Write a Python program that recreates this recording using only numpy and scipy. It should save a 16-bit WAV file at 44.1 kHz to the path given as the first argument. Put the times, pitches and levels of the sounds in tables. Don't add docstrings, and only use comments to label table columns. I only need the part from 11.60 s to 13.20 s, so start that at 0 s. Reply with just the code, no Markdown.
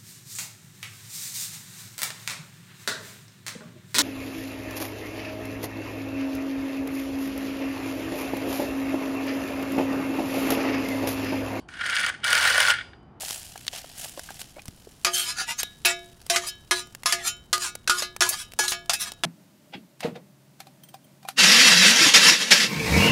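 import sys
import numpy as np
from scipy import signal
from scipy.fft import rfft, irfft
from scipy.io import wavfile
from scipy.ndimage import map_coordinates

SR = 44100
rng = np.random.default_rng(int(sys.argv[2]) if len(sys.argv) > 2 else 0)


def volts_from_db(level):
    exponent = np.asarray(level, float) / 20
    return 10 ** exponent


def persist_wave(psi):
    counts = np.round(np.clip(psi, -1, 1) * 32767).astype(np.int16)
    wavfile.write(sys.argv[1], SR, np.atleast_2d(counts).T)


N = 70560
T_S = np.arange(N) / SR

# (time [s], effort [dB], brightness [dB])
WIND = [
    (.084, -62, 13),
    (.092, -50, -1),
    (.19, -37, -9),
    (.26, -28.5, -4.5),
    (.36, -23.5, -7.5),
    (.47, -26.5, -6.5),
    (.495, -31.5, 5),
    (.512, -48.5, -9.5),
    (.6, -61.5, -14),
]
# (time [s], effort [dB], brightness [dB])
BACK = [
    (0.624, -46, -16),
    (0.643, -26, -5.5),
    (.67, -25, 1),
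    (0.748, -22, 1),
    (.88, -21, 1),
    (.93, -25, 3),
    (1., -22, 1.5),
    (1.06, -21.5, -0.5),
    (1.112, -23, 3),
]
# (time [s], effort [dB], brightness [dB])
SETTLE = [
    (1.143, -26.5, -23.5),
    (1.152, -30.5, -19),
    (1.213, -39, -19),
    (1.238, -95, -16),
]
MOVE_START_S, MOVE_END_S = WIND[0][0], SETTLE[-1][0]


def unit(x):
    return x / np.sqrt(np.mean(x ** 2) + 1e-20)


def along(points, hz):
    f, v = np.transpose(points)
    return np.interp(np.log(hz + 1), np.log(f + 1), v)


def wobble(rate_hz):
    return map_coordinates(rng.standard_normal(400), [np.arange(N) * min(rate_hz, 200) / SR])


def causal(gain):
    cepstrum = irfft(np.log(gain(np.fft.rfftfreq(8192, 1 / SR)) + 1e-6))
    cepstrum[1:4096] *= 2
    cepstrum[4097:] = 0
    h = irfft(np.exp(rfft(cepstrum)))[:4096]
    return h / np.linalg.norm(h)


def through(x, h):
    return signal.fftconvolve(x, h)[:N]


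def modes(partials, t):
    return sum(volts_from_db(db - 60 * t / t60) * np.sin(2 * np.pi * hz * t) for hz, db, t60 in partials)


def control(column):
    rows = np.array(list(WIND) + list(BACK) + list(SETTLE))
    return np.interp(T_S, rows[:, 0], rows[:, column])


def air():
    # (frequency [Hz], level [dB])
    tone_shape = [(24, -32), (40, 0.5), (346, -9.5), (554, -20.5), (746, -13.5), (1000, -19), (1080, -18),
                  (1170, -19.5), (15000, -74)]
    tone = through(rng.standard_normal(N + 4096), causal(lambda f: volts_from_db(along(tone_shape, f))))
    return volts_from_db(-50.5 + .8 * wobble(6.6)) * unit(tone)


def earlier_ring():
    # (frequency [Hz], level [dB], t60 [s])
    partials = [(3050, -64, 0.2), (3230, -68, .15), (4450, -70, 0.2), (4620, -64, .2), (5240, -72, 0.15),
                (7660, -70, 0.12)]
    return modes(partials, T_S)


def earlier_hiss():
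    level_db, t60_s = -62, 0.19
    return volts_from_db(level_db - 60 * T_S / t60_s) * rng.standard_normal(N)


def rubbing():
    grains_per_s, spread_db = 6000, 5
    flutter_db, case_flutter_db = .8, 1.4
    dull_db, bright_db = -2.5, -6.5
    draw = rng.standard_normal((2, N))
    size = volts_from_db(spread_db * np.clip(draw[1], -2, 2))
    grit = unit((rng.random(N) < grains_per_s / SR) * np.sign(draw[0]) * size)
    moving = (T_S > MOVE_START_S) * (T_S < MOVE_END_S)
    force = grit * volts_from_db(control(column=1) + flutter_db * wobble(78)) * moving
    dull = volts_from_db(dull_db + case_flutter_db * wobble(120)) * force
    return dull, volts_from_db(bright_db + control(column=2)) * force


def contacts():
    # (time [s], peak [dB], body [dB], snap [dB], sharp edge [dB])
    pawl = [(0.0869, -29.5, 2, 9, -13.5), (0.138, -28, -2.5, 14, -15), (0.1544, -36, 9, 0.5, -10),
            (0.172, -30, 8, 0, -10), (0.1915, -34.5, 18.5, 2, -17), (0.2029, -28.5, 4.5, 0, -16),
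            (0.2095, -23.5, 17, 24, -6.5), (0.2144, -25.5, -1.5, 8, -5), (0.218, -22, 8, 2, -13.5),
            (0.2494, -27, 2.5, -1, -14.5), (0.2557, -15.5, 5, -1.5, -17.5), (0.2616, -20.5, 8.5, 0.5, 3.5),
            (0.268, -28.5, -1, 0.5, 3), (0.283, -27, 3, 0.5, -18.5), (0.29, -20.5, 7, -2, -12),
            (0.2975, -11.5, -5.5, 4, -6), (0.3055, -19, -3, -0.5, 0), (0.3284, -29, 7, 2.5, -8.5),
            (0.348, -23.5, -1.5, -1, 6.5), (0.3547, -14.5, -1, -2, 3), (0.365, -6, -9, -3.5, -18.5),
            (0.3727, -18, -3.5, 6.5, -0.5), (0.3846, -15, -3, -2, -4), (0.3953, -14, -5.5, 3, 0.5),
            (0.402, -14, 5.5, -3.5, 0.5), (0.411, -22, 4, 1.5, 6), (0.4226, -28.5, 8, 1, -1.5),
            (0.4304, -16.5, 6.5, 2.5, -1), (0.445, -26.5, -6.5, 1.5, 11), (0.4505, -23.5, -1, -1.5, -1.5),
            (0.463, -11.5, 7.5, 5, 1.5), (0.4745, -21, -0.5, -5.5, -6.5), (0.484, -22.5, 13.5, -2, -11),
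            (0.497, -19, 11, 3, -7.5), (0.5224, -41, 12, 2.5, -11.5), (0.5403, -28.5, 9.5, 2, -13.5),
            (0.546, -33, 10, 0, -13), (0.6015, -38.5, 5, 2, -13)]
    # (time [s], peak [dB], body [dB], snap [dB], sharp edge [dB])
    teeth = [(0.633, -30, 18, 2, -19), (0.6415, -12, -7, 4.5, 0.5), (0.646, -12, 7, 4.5, -2),
             (0.652, -21, -2.5, 1, -3.5), (0.6624, -21.5, 3.5, 3.5, -3), (0.6785, -9, -3, 2, -4),
             (0.7046, -11, -5, 0.5, 2.5), (0.7291, -6, 3, 9, 1), (0.7515, -4, -3, 5.5, -4),
             (0.7771, -8, -4.5, 6.5, -3.5), (0.7964, -19.5, 4, -1, -5), (0.804, -21.5, 3, 5.5, -4.5),
             (0.8284, -9.5, -8.5, 6, -7), (0.851, -12, 10, 5, -2.5), (0.8714, -16, 10.5, 3, 1.5),
             (0.8762, -11, 5, 1.5, -0.5), (0.9005, -8.5, 5, 1, 1), (0.9424, -19.5, 2.5, 1.5, -0.5),
             (0.9558, -16, 9.5, 10, -4), (0.979, -6, 6.5, 4, -3), (1.0025, -5, 0.5, -7, 3),
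             (1.0264, -16, 3.5, 1.5, 1), (1.0474, -23, -2, 1, -3), (1.0735, -8.5, -4, 0, -7.5),
             (1.0795, -11.5, 10.5, -0.5, -5.5), (1.0984, -5.5, 0, 1, -10), (1.103, -0.5, -7, 3.5, -17),
             (1.109, -11.5, -12, 7.5, -12.5), (1.1362, -19.5, 9, -3.5, 1.5), (1.141, -20, 0, -0.5, -17.5),
             (1.1564, -35, 11, 4, -10), (1.183, -32, 18, -3, -10), (1.193, -39, 20, -2, -14),
             (1.2094, -34.5, 18.5, 5, -14), (1.217, -49, 8, 0, -14), (1.3319, -53.5, 26, -4, -9.5),
             (1.4294, -61, 3.5, 3, 1)]
    knock_db, knock_s, knock_rise_s = -4, .0045, .001
    scrape_db, scrape_s, scrape_rise_s = -6, .0024, .0005
    edge_hz, edge_s = 6100, 0.0033
    dull, bright, edge = np.zeros((3, N + SR))
    t = np.arange(2000) / SR
    knock_env = np.exp(-t / knock_s) * (1 - np.exp(-t / knock_rise_s))
    for time_s, db, body_db, snap_db, edge_db in list(pawl) + list(teeth):
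        noise = volts_from_db(scrape_db) * np.clip(rng.standard_normal(len(t)), -2, 2)
        scrape = (1 - np.exp(-t / scrape_rise_s)) * noise
        snap = volts_from_db(min(snap_db, 9))
        scrape[30] += snap
        noise[5] += snap
        at = round(time_s * SR)
        dull[at:][:len(t)] += volts_from_db(db + body_db + knock_db) * scrape * knock_env
        bright[at:][:len(t)] += volts_from_db(db) * scrape * np.exp(-t / scrape_s)
        edge[at + 25:][:len(t)] += volts_from_db(db + edge_db) * noise * np.exp(-t / edge_s)

    def split(x, side):
        return signal.sosfilt(signal.butter(3, edge_hz, side, fs=SR, output="sos"), x[:N])

    return dull[:N], split(bright, "low") + split(edge, "high")


def pings():
    pings_per_s, level_db = 700, -6
    center_hz, pitch_spread, decay_cycles = 6150, 0.55, 6.7
    draw = rng.standard_normal((3000, 2))
    at_s = np.cumsum(rng.exponential(1, 3000)) / pings_per_s
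    pitch_hz = center_hz * np.exp(pitch_spread * draw[:, 0])
    keep = (at_s > MOVE_START_S) & (at_s < MOVE_END_S) & (pitch_hz < 10300)
    start = (at_s[keep] * SR).astype(int)
    hz = np.clip(pitch_hz[keep], 1500, 15000)[:, None]
    t = np.arange(400) / SR
    drive_db = (control(column=1) + control(column=2))[start]
    size = volts_from_db(drive_db + level_db + 4 * np.clip(draw[keep, 1], -2, 2))
    ring = size[:, None] * np.sin(2 * np.pi * hz * t) * np.exp(-t * hz / decay_cycles)
    return np.bincount((start[:, None] + np.arange(len(t))).ravel(), ring.ravel(), N + 400)[:N]


def hollow_case(dull):
    # (frequency [Hz], width [Hz], level [dB])
    resonances = [(1404, 48, -0.5), (1490, 66, -11.5), (1510, 120, -7.5), (1706, 30, -15.5),
                  (1848, 48, 0.5), (2074, 65, -4.5), (2273, 69, -3.5), (2887, 120, -6), (3235, 240, -6.5),
                  (4330, 160, -18)]
    # (frequency [Hz], level [dB])
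    floor = [(900, -39.5), (1340, -9.5), (1420, 4), (2600, -16.5), (3600, -11), (4300, -23), (8000, -46),
             (11000, -87.5)]
    shift, rocks_per_s = .005, 30

    def peaks(f):
        power = sum(volts_from_db(2 * db) / (1 + ((f - c) / w * 2) ** 4) for c, w, db in resonances)
        return np.sqrt(power + volts_from_db(2 * along(floor, f)))

    rock = np.pi / 4 * (1 + np.tanh(2 * wobble(rocks_per_s)))
    up = through(dull * np.cos(rock), causal(lambda f: peaks(f * (1 + shift))))
    down = through(dull * np.sin(rock), causal(lambda f: peaks(f * (1 - shift))))
    return up + down


def heavy_base(dull):
    # (frequency [Hz], level [dB])
    base_shape = [(280, -50), (470, -1), (600, 0.5), (1200, 6), (1500, -34.5)]
    return through(dull * volts_from_db(-12.5 + control(column=2)), causal(lambda f: volts_from_db(along(base_shape, f))))


def bare_metal(bright):
    # (frequency [Hz], level [dB])
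    sheen = [(1470, -22.5), (2500, -4), (2990, 7.5), (3840, -2), (4710, -2), (7770, -12), (9450, -5.5),
             (11400, -21.5), (16200, -26)]
    top_hz, top_grows_db_per_db, full_effort_db = 11000, 0.61, -26.5
    metal = through(bright, causal(lambda f: volts_from_db(along(sheen, f) - 38.2 * np.clip(1 - f / 2500, 0, 1))))
    top = signal.sosfiltfilt(signal.butter(8, top_hz, "high", fs=SR, output="sos"), metal)
    excess_db = control(column=1) + control(column=2) - full_effort_db
    return metal + top * (volts_from_db(top_grows_db_per_db * excess_db) - 1)


def telephone():
    dull, bright = np.add(rubbing(), contacts())
    metal = bare_metal(bright + earlier_hiss())
    return hollow_case(dull) + heavy_base(dull) + metal + pings()


def room(x):
    # (frequency [Hz], t60 [s])
    wall_t60 = [(500, 0.7), (1400, .3), (2500, 0.42), (6000, 0.4), (9800, .3), (11000, 0.1)]
    hz, t, z = signal.stft(rng.standard_normal(SR // 2), SR, nperseg=256)
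    tail = signal.istft(z * volts_from_db(-60 * t / along(wall_t60, hz)[:, None]), SR, nperseg=256)[1]
    return through(x, np.pad(tail, (400, 0)) / np.linalg.norm(tail))


def table():
    center_hz, width_hz, level_db = 94.7, 44.3, -26
    lag_s, lumps_db = 0.035, 3
    time_s, effort_db, _ = np.transpose(list(BACK) + list(SETTLE))
    late_db = np.interp(T_S - lag_s, time_s, effort_db, left=-120, right=-120)
    shake = volts_from_db(late_db + lumps_db * wobble(12))
    drum = causal(lambda f: 1 / (1 + ((f - center_hz) / width_hz * 2) ** 2))
    return through(volts_from_db(level_db) * shake * rng.standard_normal(N), drum)


def brass():
    # (frequency [Hz], level [dB], t60 [s])
    partials = [(2030, -62, .45), (2692, -68, .45), (3013, -61, 1.6), (3019, -67, 1.4), (4527, -58, .33),
                (4818, -43, .6), (9954, -57, .5), (14290, -57, .25)]
    stop_s, rise_s = 1.099, .008
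    after_s = np.clip(T_S - stop_s, 0, None)
    return modes(partials, after_s) * (1 - np.exp(-after_s / rise_s))


def scene():
    phone = telephone()
    return (air() + earlier_ring() + phone + volts_from_db(-16.5) * room(phone) + table() + brass())[None]


def top_cut(x):
    return signal.sosfilt(signal.butter(12, 16480, fs=SR, output="sos"), x)


def record(dry):
    cut = signal.sosfilt(signal.butter(4, 52, "high", fs=SR, output="sos"), dry)
    cut = signal.sosfilt(signal.cheby2(12, 60, 16600, fs=SR, output="sos"), cut)
    return top_cut(cut)


dry = scene()
out = record(dry)
persist_wave(out)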